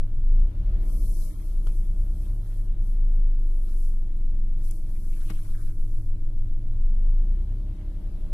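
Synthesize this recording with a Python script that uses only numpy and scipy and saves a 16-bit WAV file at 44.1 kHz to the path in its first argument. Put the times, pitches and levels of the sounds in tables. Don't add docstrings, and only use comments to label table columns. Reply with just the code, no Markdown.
import sys
import numpy as np
from scipy import signal
from scipy.fft import rfft, irfft, next_fast_len
from scipy.io import wavfile
from scipy.ndimage import uniform_filter1d

SR = 44100
rng = np.random.default_rng(int(sys.argv[2]) if len(sys.argv) > 2 else 0)


def pcm_store(signal):
    levels = np.round(np.clip(np.atleast_2d(signal), -1, 1) * 32767)
    wavfile.write(sys.argv[1], SR, levels.astype(np.int16).T)


def boost_factor(decibels):
    exponent = np.asarray(decibels, float) / 20
    return 10 ** exponent


N = 367352

# frequency in Hz, density in dB per Hz.
HISS = [(1760, -17), (3000, -16), (4080, -5.5), (5250, -12), (6350, -5), (8170, -5), (12100, -7),
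        (14500, -4.5), (15300, -50.5)]
HISS_DB = -77
# frequency in Hz, correlation from 0 to 1.
LIKENESS = [(30, .998), (60, .995), (130, .98), (290, .83), (640, .55), (1200, .02), (15000, .04)]
# frequency in Hz, lead in radians.
RIGHT_LEAD = [(25, .06), (100, .1), (180, 0), (290, .25), (450, .5), (800, .2), (1500, 0)]
# frequency in Hz, left minus right in dB.
CABIN_SIDE = [(25, 0.5), (100, 1.5), (300, 1.5), (420, 1), (770, -2), (1200, 1), (2400, 4.5), (15000, 2.5)]
# frequency in Hz, level in dB.
PUMP = [(59.5, -50), (86.4, -51), (172.6, -56)]

# start in seconds, peak in dB, frequency in Hz, t60 in seconds,
# left minus right in dB.
RINGS = [(1.6708, -37.5, 1350, .006, 16), (1.6705, -41, 430, .02, 10), (1.6706, -43, 620, .014, 10),
         (1.6708, -43, 900, .008, 14), (1.671, -43, 3050, .006, 14), (4.711, -43, 9500, .0025, 16),
         (4.7112, -40, 13300, .003, 10), (4.874, -52, 600, .02, 0), (5.303, -39, 318, .09, 3),
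         (5.3, -31, 180, .09, 4), (5.301, -49, 505, .07, 3), (5.301, -49, 625, .06, 3),
         (5.3, -42, 1150, .03, 12), (5.3005, -44, 1450, .025, 12), (5.304, -47, 2200, .025, 12),
         (5.302, -42, 410, .07, 0), (5.301, -45, 770, .04, 2), (7.492, -52, 500, .02, 0),
         (7.678, -52, 500, .02, 0)]
# start in seconds, peak in dB, low edge in Hz, t60 in seconds,
# left minus right in dB.
CRACKS = [(0.914, -54, 80, 0.062, 11), (1.668, -43.5, 80, .06, 13), (1.6713, -45.5, 1590, 0.0094, -9),
          (1.6714, -43, 404, 0.013, 4), (1.678, -56, 775, 0.2, 3), (4.165, -69.5, 8200, 0.11, 18),
          (4.635, -66.5, 890, 0.14, 10), (4.688, -66, 890, 0.14, 12), (4.706, -62.5, 1600, 0.15, 10),
          (4.711, -43.5, 6500, 0.0066, 21.5), (5.2986, -45.5, 497, 0.1, 4.5),
          (5.3012, -46, 2700, 0.04, 8.5), (5.31, -52, 450, 0.092, 1), (6.16, -68.5, 900, 0.015, -1),
          (6.298, -72, 900, 0.015, -1)]
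CRACK_SPAN, CRACK_TOP_HZ = 5, 14000
# middle in seconds, length in seconds, level in dB, frequency in Hz.
SCUFFS = [(0.909, 0.22, -69, 1220), (4.909, 0.016, -59, 790), (4.94, 0.019, -79, 1300),
          (4.966, 0.047, -67, 2130), (5.047, 0.019, -63, 1400), (5.357, 0.041, -61.5, 2860),
          (5.15, 0.11, -65, 2450), (5.213, 0.082, -66, 1480), (5.284, 0.11, -63, 2730),
          (5.39, 0.022, -62, 1580), (5.494, 0.029, -62.5, 1290), (5.552, 0.026, -58.5, 1660),
          (5.601, 0.061, -60, 1400), (5.638, 0.3, -68.5, 1540)]

# frequency in Hz, density in dB per Hz.
CLOTH = [(2240, -30), (3800, -11.5), (5460, -6.5), (6090, -6), (7230, -5.5), (8640, -3), (11000, 3),
         (13400, 1), (15000, -10)]
# frequency in Hz, left minus right in dB.
CLOTH_SIDE = [(60, -13), (110, -2.5), (200, 1), (380, 15.5), (700, 0), (1290, 2), (2380, 2), (4390, 15),
              (8100, 12.5), (15000, 1)]
# strongest moment in seconds, swell in seconds, fade in seconds,
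# level in dB, left minus right in dB.
STROKES = [(0.952, 0.16, 0.56, -61.5, 2), (1.242, 0.38, 0.093, -53.5, 10.5), (1.47, 0.13, 0.22, -63, 10.5),
           (1.68, 0.043, 0.024, -61.5, 16), (1.76, 0.13, 0.15, -61.5, 11), (2.001, 0.13, 0.28, -66.5, 11.5),
           (2.228, 0.13, 0.16, -63, 8.5), (2.558, 0.22, 0.14, -64, 8.5), (2.88, 0.092, 0.098, -65.5, 10),
           (3.14, 0.092, 0.077, -71.5, 9), (3.601, 0.23, 0.45, -67, 8), (3.839, .2, 0.11, -63, 18.5),
           (4.59, 0.04, 0.05, -70, 15), (4.65, 0.04, 0.065, -62.5, 25), (4.69, 0.036, 0.11, -61, 22),
           (4.79, 0.14, 0.17, -66, 10), (5.28, 0.41, 0.14, -59, 8), (5.42, 0.22, 0.22, -61.5, 9.5),
           (5.66, 0.24, 0.084, -64, 12.5), (5.98, 0.9, 0.14, -68.5, 15.5), (6.38, .04, 0.051, -78, 20),
           (7.4, 0.21, 0.077, -87.5, 3), (8.3, 0.44, .2, -76, 8)]
# strongest moment in seconds, swell in seconds, #
# fade in seconds, level in dB, left minus right in dB (unused: the drags take the cabin's balance).
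DRAGS = [(0.904, 0.014, 0.0047, -55.5, 8), (1.221, 0.059, 0.15, -62, 8), (1.45, 0.17, 0.14, -67, 8),
         (2.271, 0.037, 0.033, -64, 8), (2.55, 0.17, 0.058, -69, 8), (3.69, 0.05, 0.06, -64.5, 8),
         (4.61, .02, 0.017, -65.5, 8), (4.705, .04, 0.043, -61.5, 8), (4.92, 0.19, 0.08, -71.5, 8),
         (5.3, 0.041, .04, -61, 8), (5.328, 0.3, 0.39, -63, 8)]
# frequency in Hz, density in dB per Hz.
MAT = [(500, -28.5), (1000, -2), (1500, -3), (2500, -5.5), (4000, -8), (7000, -21.5)]
STROKE_ENDS_DB, STROKE_EDGE_S = -7.5, 0.066
RESTING_DB, RESTING_SIDE_DB = -77, 4.5
STICK_S, LET_GO_S = 4.697, 4.7045

# time in seconds, firings per second.
SPEED = [(0, 20.4), (.21, 21.6), (.6, 36.6), (.8, 42.8), (.97, 43), (1.24, 33.8), (1.56, 28.1),
         (1.85, 28.4), (2.36, 31.1), (2.9, 27.1), (3.97, 22.2), (4.8, 21.8), (5.52, 20.6), (6.72, 20.7),
         (7.17, 27.6), (7.56, 31.6), (7.9, 33.3), (8.33, 34.2)]
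IDLE_PER_S, PULL_PER_S2 = 21, 12
# frequency in Hz, level in dB.
CABIN = [(12, -49), (40, -40.5), (60, -58), (78, -57.5), (102, -51.5), (122, -58.5), (145, -65),
         (198, -60.5), (232, -74.5), (300, -66), (385, -73.5), (470, -85), (615, -85), (760, -95.5)]
# frequency in Hz, density in dB per Hz.
UPPER = [(330, -21), (560, -3), (612, 0.5), (676, -6), (769, -8), (1480, -13), (2180, -15.5), (2360, -17.5),
         (3240, -16.5), (6000, -27.5), (7800, -57), (13200, -120)]
ROAR_DB, ROAR_PER_SPEED_DB, ROAR_PULL_DB = -44.5, 0.3234, -5
UPPER_DB, UPPER_PER_SPEED_DB, UPPER_PULL_DB = -67.5, 0.3164, 0.5

# multiple of the full engine cycle, level in dB.
LOW_ORDERS = [(1, -9.5), (4, -8.5), (5, 0.5), (7, -3.5), (8, -5.5), (11, -6.5), (12, -2.5), (13, -11),
              (14, -1.5), (16, 0), (18, 2.5), (21, 4), (24, 3), (27, 3), (30, 3), (36, 4.5), (42, 4)]
# frequency in Hz, level in dB.
IMBALANCE = [(13.6, -25.5), (15, -38.5), (16.5, -48.5), (19, -27), (21.5, -48), (23, -28.5), (25, -31),
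             (28, -29)]
BOOM = [(20.5, -25), (21.7, -25.5), (22.5, -22), (24, -24.5), (26.5, -24.5), (28.5, -27.5), (31, -27.5),
        (34, -35.5), (37.5, -27), (41, -25), (43, -32)]
SECOND = [(41, -48.5), (44, -42), (50, -44.5), (56, -48), (60, -39), (64, -45), (68, -45), (82, -45)]
THIRD = [(62, -46.5), (72, -54.5), (84, -53), (102, -47), (112, -53), (122, -57), (130, -53)]
TENTH = [(70, -58), (90, -54), (96, -42), (101, -39), (104, -40), (108, -54), (120, -60), (142, -80)]
FIFTH = [(102.5, -39), (106, -45), (110, -46.5), (118, -68.5), (140, -54), (172, -67.5), (198, -56.5),
         (215, -66)]
WHINE = [(315, -61), (350, -66), (400, -65), (430, -77), (500, -78), (560, -69.5), (620, -64), (660, -67.5)]
PULL_DB = [-1, 2, 6, 7, 1.5, 6, 0]
STEP = 20
FIRING_DB, OFF_FIRING_DB = 2.5, -5.5
WANDER_DB, BEAT_DB = 2.8, 0.8
ORDERS_PER_SPEED_DB, ORDERS_PULL_DB = 0.4766, 2
RAGGED_PER_S, RAGGED = 35, 0.035
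BROKEN_DB, LOST_DB = 5, -2.5
TENTH_LAG_S, TENTH_LOST_DB = 0.18, -7
BODY_HZ, BODY_WIDTH_HZ, BODY_DB = 25.9, 3.68, 5
# frequency in Hz, width in Hz, gain in dB.
PANELS = [(166.2, 6.8, -7), (194.7, 6, 4.5), (224.5, 4.3, -6.5), (253.8, 16, 5), (268, 11, -1.5),
          (360, 5.7, 1.5), (452, 40, 0.5), (497.6, 12, 3), (585, 23, -4), (610.7, 10, 6), (638, 13, -5.5),
          (2280, 47, 0.5)]

# low edge in Hz, high edge in Hz, weakness in standard deviations.
THIN_BANDS = [(520, 690, -2.5), (690, 860, -.9), (860, 1030, -1.4), (1030, 1200, -.6), (1200, 1380, -.6),
              (1380, 1550, -.1), (1550, 1720, .5), (1720, 1890, .7), (1890, 2070, 1.2), (2070, 2330, -.1),
              (2330, 2580, .6), (2580, 2840, .7), (2840, 3100, 1.3), (3100, 3450, -.2), (3450, 3790, .5),
              (3790, 4130, 0), (4130, 4480, -.6), (4480, 5000, -1.2), (5500, 6000, -1.4),
              (6500, 7000, -1.4)]
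# low edge in Hz, high edge in Hz, least level kept in dB.
TOP_BANDS = [(12800, 13500, -96.5), (13500, 14250, -96.5), (14250, 22050, -95.5)]
# frequency in Hz, share of the neighbours' rms.
WEAKEST_KEPT = [(600, 0), (1400, .6), (3000, .85), (7000, .8), (9500, .6), (12000, .8), (13000, 1.15),
                (14500, 1.3)]


def evened(x):
    return x / np.sqrt(np.mean(x ** 2) + 1e-20)


def read(points, hz):
    f, value = np.transpose(points)
    return np.interp(np.log(hz + 1), np.log(f + 1), value)


def drift(t, per_s, count):
    knots = np.arange(0, t[-1] + 1, 1 / per_s)
    values = 2.0 * rng.standard_normal((count, 400))[:, :len(knots)]
    return np.array([np.interp(t, knots, v) for v in values])


def noise(shape, size, patchy_db, side, likeness=0.94):
    frames, hz = N * 4 // size + 5, np.fft.rfftfreq(size, 1 / SR)
    a, b, c, d, patches = rng.standard_normal((frames, len(hz), 5)).T
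    patches = uniform_filter1d(patches, size=8, axis=0)
    patches = evened(uniform_filter1d(patches, size=8, axis=1))
    same = np.clip(likeness * read(LIKENESS, hz), 0, 1)[:, None]
    left = a + 1j * b
    right = same * left + np.sqrt(1 - same ** 2) * (c + 1j * d)
    right = right * np.exp(1j * read(RIGHT_LEAD, hz))[:, None]
    balance_db = np.outer([.5, -.5], read(side, hz))[..., None]
    z = np.array([left, right]) * boost_factor(read(shape, hz)[:, None] + patchy_db * patches + balance_db)
    out = signal.istft(z, nperseg=size, noverlap=size * 3 // 4)[1][:, :N]
    return out / np.sqrt(np.mean(out.mean(0) ** 2))


def burst(low_hz, high_hz):
    band = signal.butter(2, [low_hz, min(high_hz, .45 * SR)], "band", fs=SR, output="sos")
    return evened(signal.sosfilt(band, rng.standard_normal((2, 9000)))[:, 1000:])


def hiss():
    return boost_factor(HISS_DB) * noise(HISS, size=1024, patchy_db=1.5, side=CABIN_SIDE, likeness=.3)


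def pump(t):
    wobble = drift(t, 3.0, count=len(PUMP))
    return sum(np.sqrt(2) * boost_factor(db + 0.5 * w) * np.cos(2 * np.pi * f * t)
               for (f, db), w in zip(PUMP, wobble))


def clicks():
    out, t = np.zeros((2, N)), np.arange(8000) / SR
    half = np.array([[.5], [-.5]])
    for s, db, hz, t60, pan_db in RINGS:
        at = round(s * SR)
        decay = boost_factor(db + half * pan_db - 60 * t / t60)
        onset = np.minimum(hz * t, 1)
        out[:, at:at + len(t)] += decay * onset * np.sin(2 * np.pi * hz * t)
    for s, db, low_hz, t60, pan_db in CRACKS:
        at = round(s * SR)
        decay = boost_factor(db + half * pan_db - 60 * t / t60)
        out[:, at:at + len(t)] += decay * burst(low_hz, min(CRACK_SPAN * low_hz, CRACK_TOP_HZ))
    for s, length, db, hz in SCUFFS:
        at = round(s * SR) - len(t) // 2
        slips = np.repeat(boost_factor(3.0 * rng.standard_normal(40)), 200)
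        grip = evened(uniform_filter1d(slips, size=100))
        swell = np.exp(-((t - t.mean()) / (.5 * length)) ** 2)
        out[:, at:at + len(t)] += boost_factor(db) * burst(0.84 * hz, 1.18 * hz) * grip * swell
    return out


def rubbing(t, strokes, resting_db, side_share):
    power = boost_factor(2 * (resting_db + side_share * (RESTING_SIDE_DB - 8.0))) * np.ones(len(t))
    for top, swell, fade, db, pan_db in strokes:
        away = np.where(t < top, (top - t) / swell, (t - top) / fade)
        inside_s = np.minimum(t - top + swell, top + fade - t)
        touch = np.clip(inside_s / STROKE_EDGE_S + .5, 0, 1)
        power = power + (touch * boost_factor(db + STROKE_ENDS_DB * away + side_share * (pan_db - 9))) ** 2
    return np.sqrt(power)


def rustle(t):
    grains = boost_factor(0.75 * np.repeat(rng.exponential(1, N // 40 + 1), 40)[:N])
    rub = noise(CLOTH, size=256, patchy_db=1.0, side=CLOTH_SIDE, likeness=0.12)
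    rub = rub * np.clip(np.maximum(STICK_S - t, t - LET_GO_S) / .002, .1, 1)
    mat = noise(MAT, size=256, patchy_db=3.0, side=CABIN_SIDE, likeness=.3)
    drag = rubbing(t, DRAGS, -100, 0) * mat
    pressure = np.array([rubbing(t, STROKES, RESTING_DB, share) for share in (0.32, -1.2)])
    return drag + pressure * rub * evened(uniform_filter1d(grains, size=30))


def engine(t):
    fine = np.arange(-.5, 9, .005)
    at_s, per_s = np.transpose(SPEED)
    speed = uniform_filter1d(np.interp(fine, at_s, per_s), size=16)
    pull = np.tanh(uniform_filter1d(np.gradient(speed, fine), size=30) / PULL_PER_S2)
    return np.interp(t, fine, speed), np.interp(t, fine, pull)


def roar(t):
    speed, pull = engine(t)
    low_db = ROAR_PER_SPEED_DB * speed + ROAR_PULL_DB * pull
    modes = noise(list(CABIN) + [(1000, -120)], size=4096, patchy_db=1.5, side=CABIN_SIDE)
    rumble = boost_factor(ROAR_DB + low_db - low_db.mean()) * modes
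    upper = boost_factor(UPPER_DB + UPPER_PER_SPEED_DB * (speed - IDLE_PER_S) + UPPER_PULL_DB * pull)
    return rumble + upper * noise(UPPER, size=1024, patchy_db=1.5, side=CABIN_SIDE)


def order_levels(k, hz, speed, pull, late_pull, unrest):
    rule_db = np.where(k % 3 == 0, FIRING_DB, OFF_FIRING_DB).astype(float)
    for multiple, db in LOW_ORDERS:
        rule_db[round(multiple) - 1] = db
    load_db = ORDERS_PER_SPEED_DB * speed + ORDERS_PULL_DB * pull
    wander_db = WANDER_DB * np.minimum(drift(t=order_times(), per_s=4., count=len(k)), 1.3)
    level_db = read(CABIN, hz) + rule_db[:, None] + load_db - load_db.mean() + wander_db
    uneven = drift(order_times(), 9., count=46)
    answers = (IMBALANCE, BOOM, SECOND, THIRD, TENTH, FIFTH, WHINE)
    for multiple, answer, pull_db in zip((2, 3, 6, 9, 10, 15, 46), answers, PULL_DB):
        row = multiple - 1
        level_db[row] = read(answer, hz[row]) + pull_db * pull + BEAT_DB * uneven[row]
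    flutter_db = BROKEN_DB * np.minimum(drift(order_times(), 16., count=len(k)), 1)
    level_db += unrest * np.clip(k[:, None] / 9 - 1, 0, 1) * (LOST_DB + flutter_db)
    level_db[9] += TENTH_LOST_DB * late_pull ** 2
    return level_db


def order_times():
    return np.arange(-600, N // STEP + 100) * STEP / SR


def orders():
    t = order_times()
    speed, pull = engine(t)
    late_speed, late_pull = engine(t - TENTH_LAG_S)
    k = np.arange(1, 91)
    hz = k[:, None] * speed / 3
    hz[9] = 10 * late_speed / 3
    unrest = np.clip(np.maximum(abs(pull), (speed - RAGGED_PER_S) / 6), 0, 1) ** 2
    level_db = order_levels(k, hz, speed, pull, late_pull, unrest)
    angle = 2 * np.pi * (np.cumsum(hz, 1) * STEP / SR + rng.random((len(k), 1)))
    angle += (.00025 * k[:, None] + RAGGED * unrest) * k[:, None] * drift(t, 9., count=1)
    spread = np.arccos(np.clip(read(LIKENESS, hz), 0, 1))
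    slip = spread * rng.uniform(-1.6, 1.6, (len(k), 1)) - read(RIGHT_LEAD, hz)
    size, tilt = np.sqrt(2) * boost_factor(level_db), boost_factor(read(CABIN_SIDE, hz) / 2)
    left = (size * tilt * np.cos(angle)).sum(0)
    right = (size / tilt * np.cos(angle - slip)).sum(0)
    pair = np.array([left, right])
    shell = signal.iirpeak(BODY_HZ, BODY_HZ / BODY_WIDTH_HZ, SR / STEP)
    pair = pair + boost_factor(BODY_DB) * signal.lfilter(*shell, pair) + pump(t)
    return signal.resample_poly(pair, STEP, 1, axis=1)[:, 600 * STEP:][:, :N]


def footwell(x):
    size = next_fast_len(N)
    hz = np.fft.rfftfreq(size, 1 / SR)
    gain_db = sum(db / (1 + (2 * (hz - f) / width) ** 2) for f, width, db in PANELS)
    return irfft(rfft(x, size) * boost_factor(gain_db), size)[:, :N]


def scene():
    t = np.arange(N) / SR
    return hiss() + clicks() + rustle(t) + footwell(roar(t) + orders())


def band_db(z, rows):
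    power = (abs(z[:, rows]) ** 2).mean(1)
    return 10 * np.log10(uniform_filter1d(power, size=6) + 1e-20)


def low_pass(x):
    return signal.sosfilt(signal.butter(12, 15160, fs=SR, output="sos"), x)


def record(dry):
    hz, _, z = signal.stft(dry, SR, nperseg=1024, noverlap=768, boundary="odd")
    treble_db = band_db(z, (hz >= 6000) & (hz < 14000))
    busy = (np.minimum(treble_db, -71) + np.array([[86], [84.5]])) / 6
    luck = rng.standard_normal((28, 2, z.shape[2] // 8 + 1))
    luck = np.repeat(luck, 8, axis=2)[..., :z.shape[2]]
    for (low, high, weakness), chance in zip(THIN_BANDS, luck):
        rows = (hz >= low) & (hz < high)
        level_db = band_db(z, rows)
        strong = (level_db - np.median(level_db)) / 5
        kept = busy + weakness - strong + .75 * chance + .65 * luck[-1] < 0
        z[:, rows] *= kept[:, None] + .01
    for (low, high, least_db), chance in zip(TOP_BANDS, luck[-6:]):
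        rows = (hz >= low) & (hz < high)
        z[:, rows] *= (band_db(z, rows) + 2 * chance > least_db)[:, None]
    near = uniform_filter1d(abs(z) ** 2, size=9, axis=1)
    near = np.sqrt(abs(uniform_filter1d(near, size=5, axis=2)))
    z *= abs(z) > read(WEAKEST_KEPT, hz)[:, None] * near
    thinned = signal.istft(z, SR, nperseg=1024, noverlap=768)[1][:, :N]
    return low_pass(thinned)


dry = scene()
out = record(dry)
pcm_store(out)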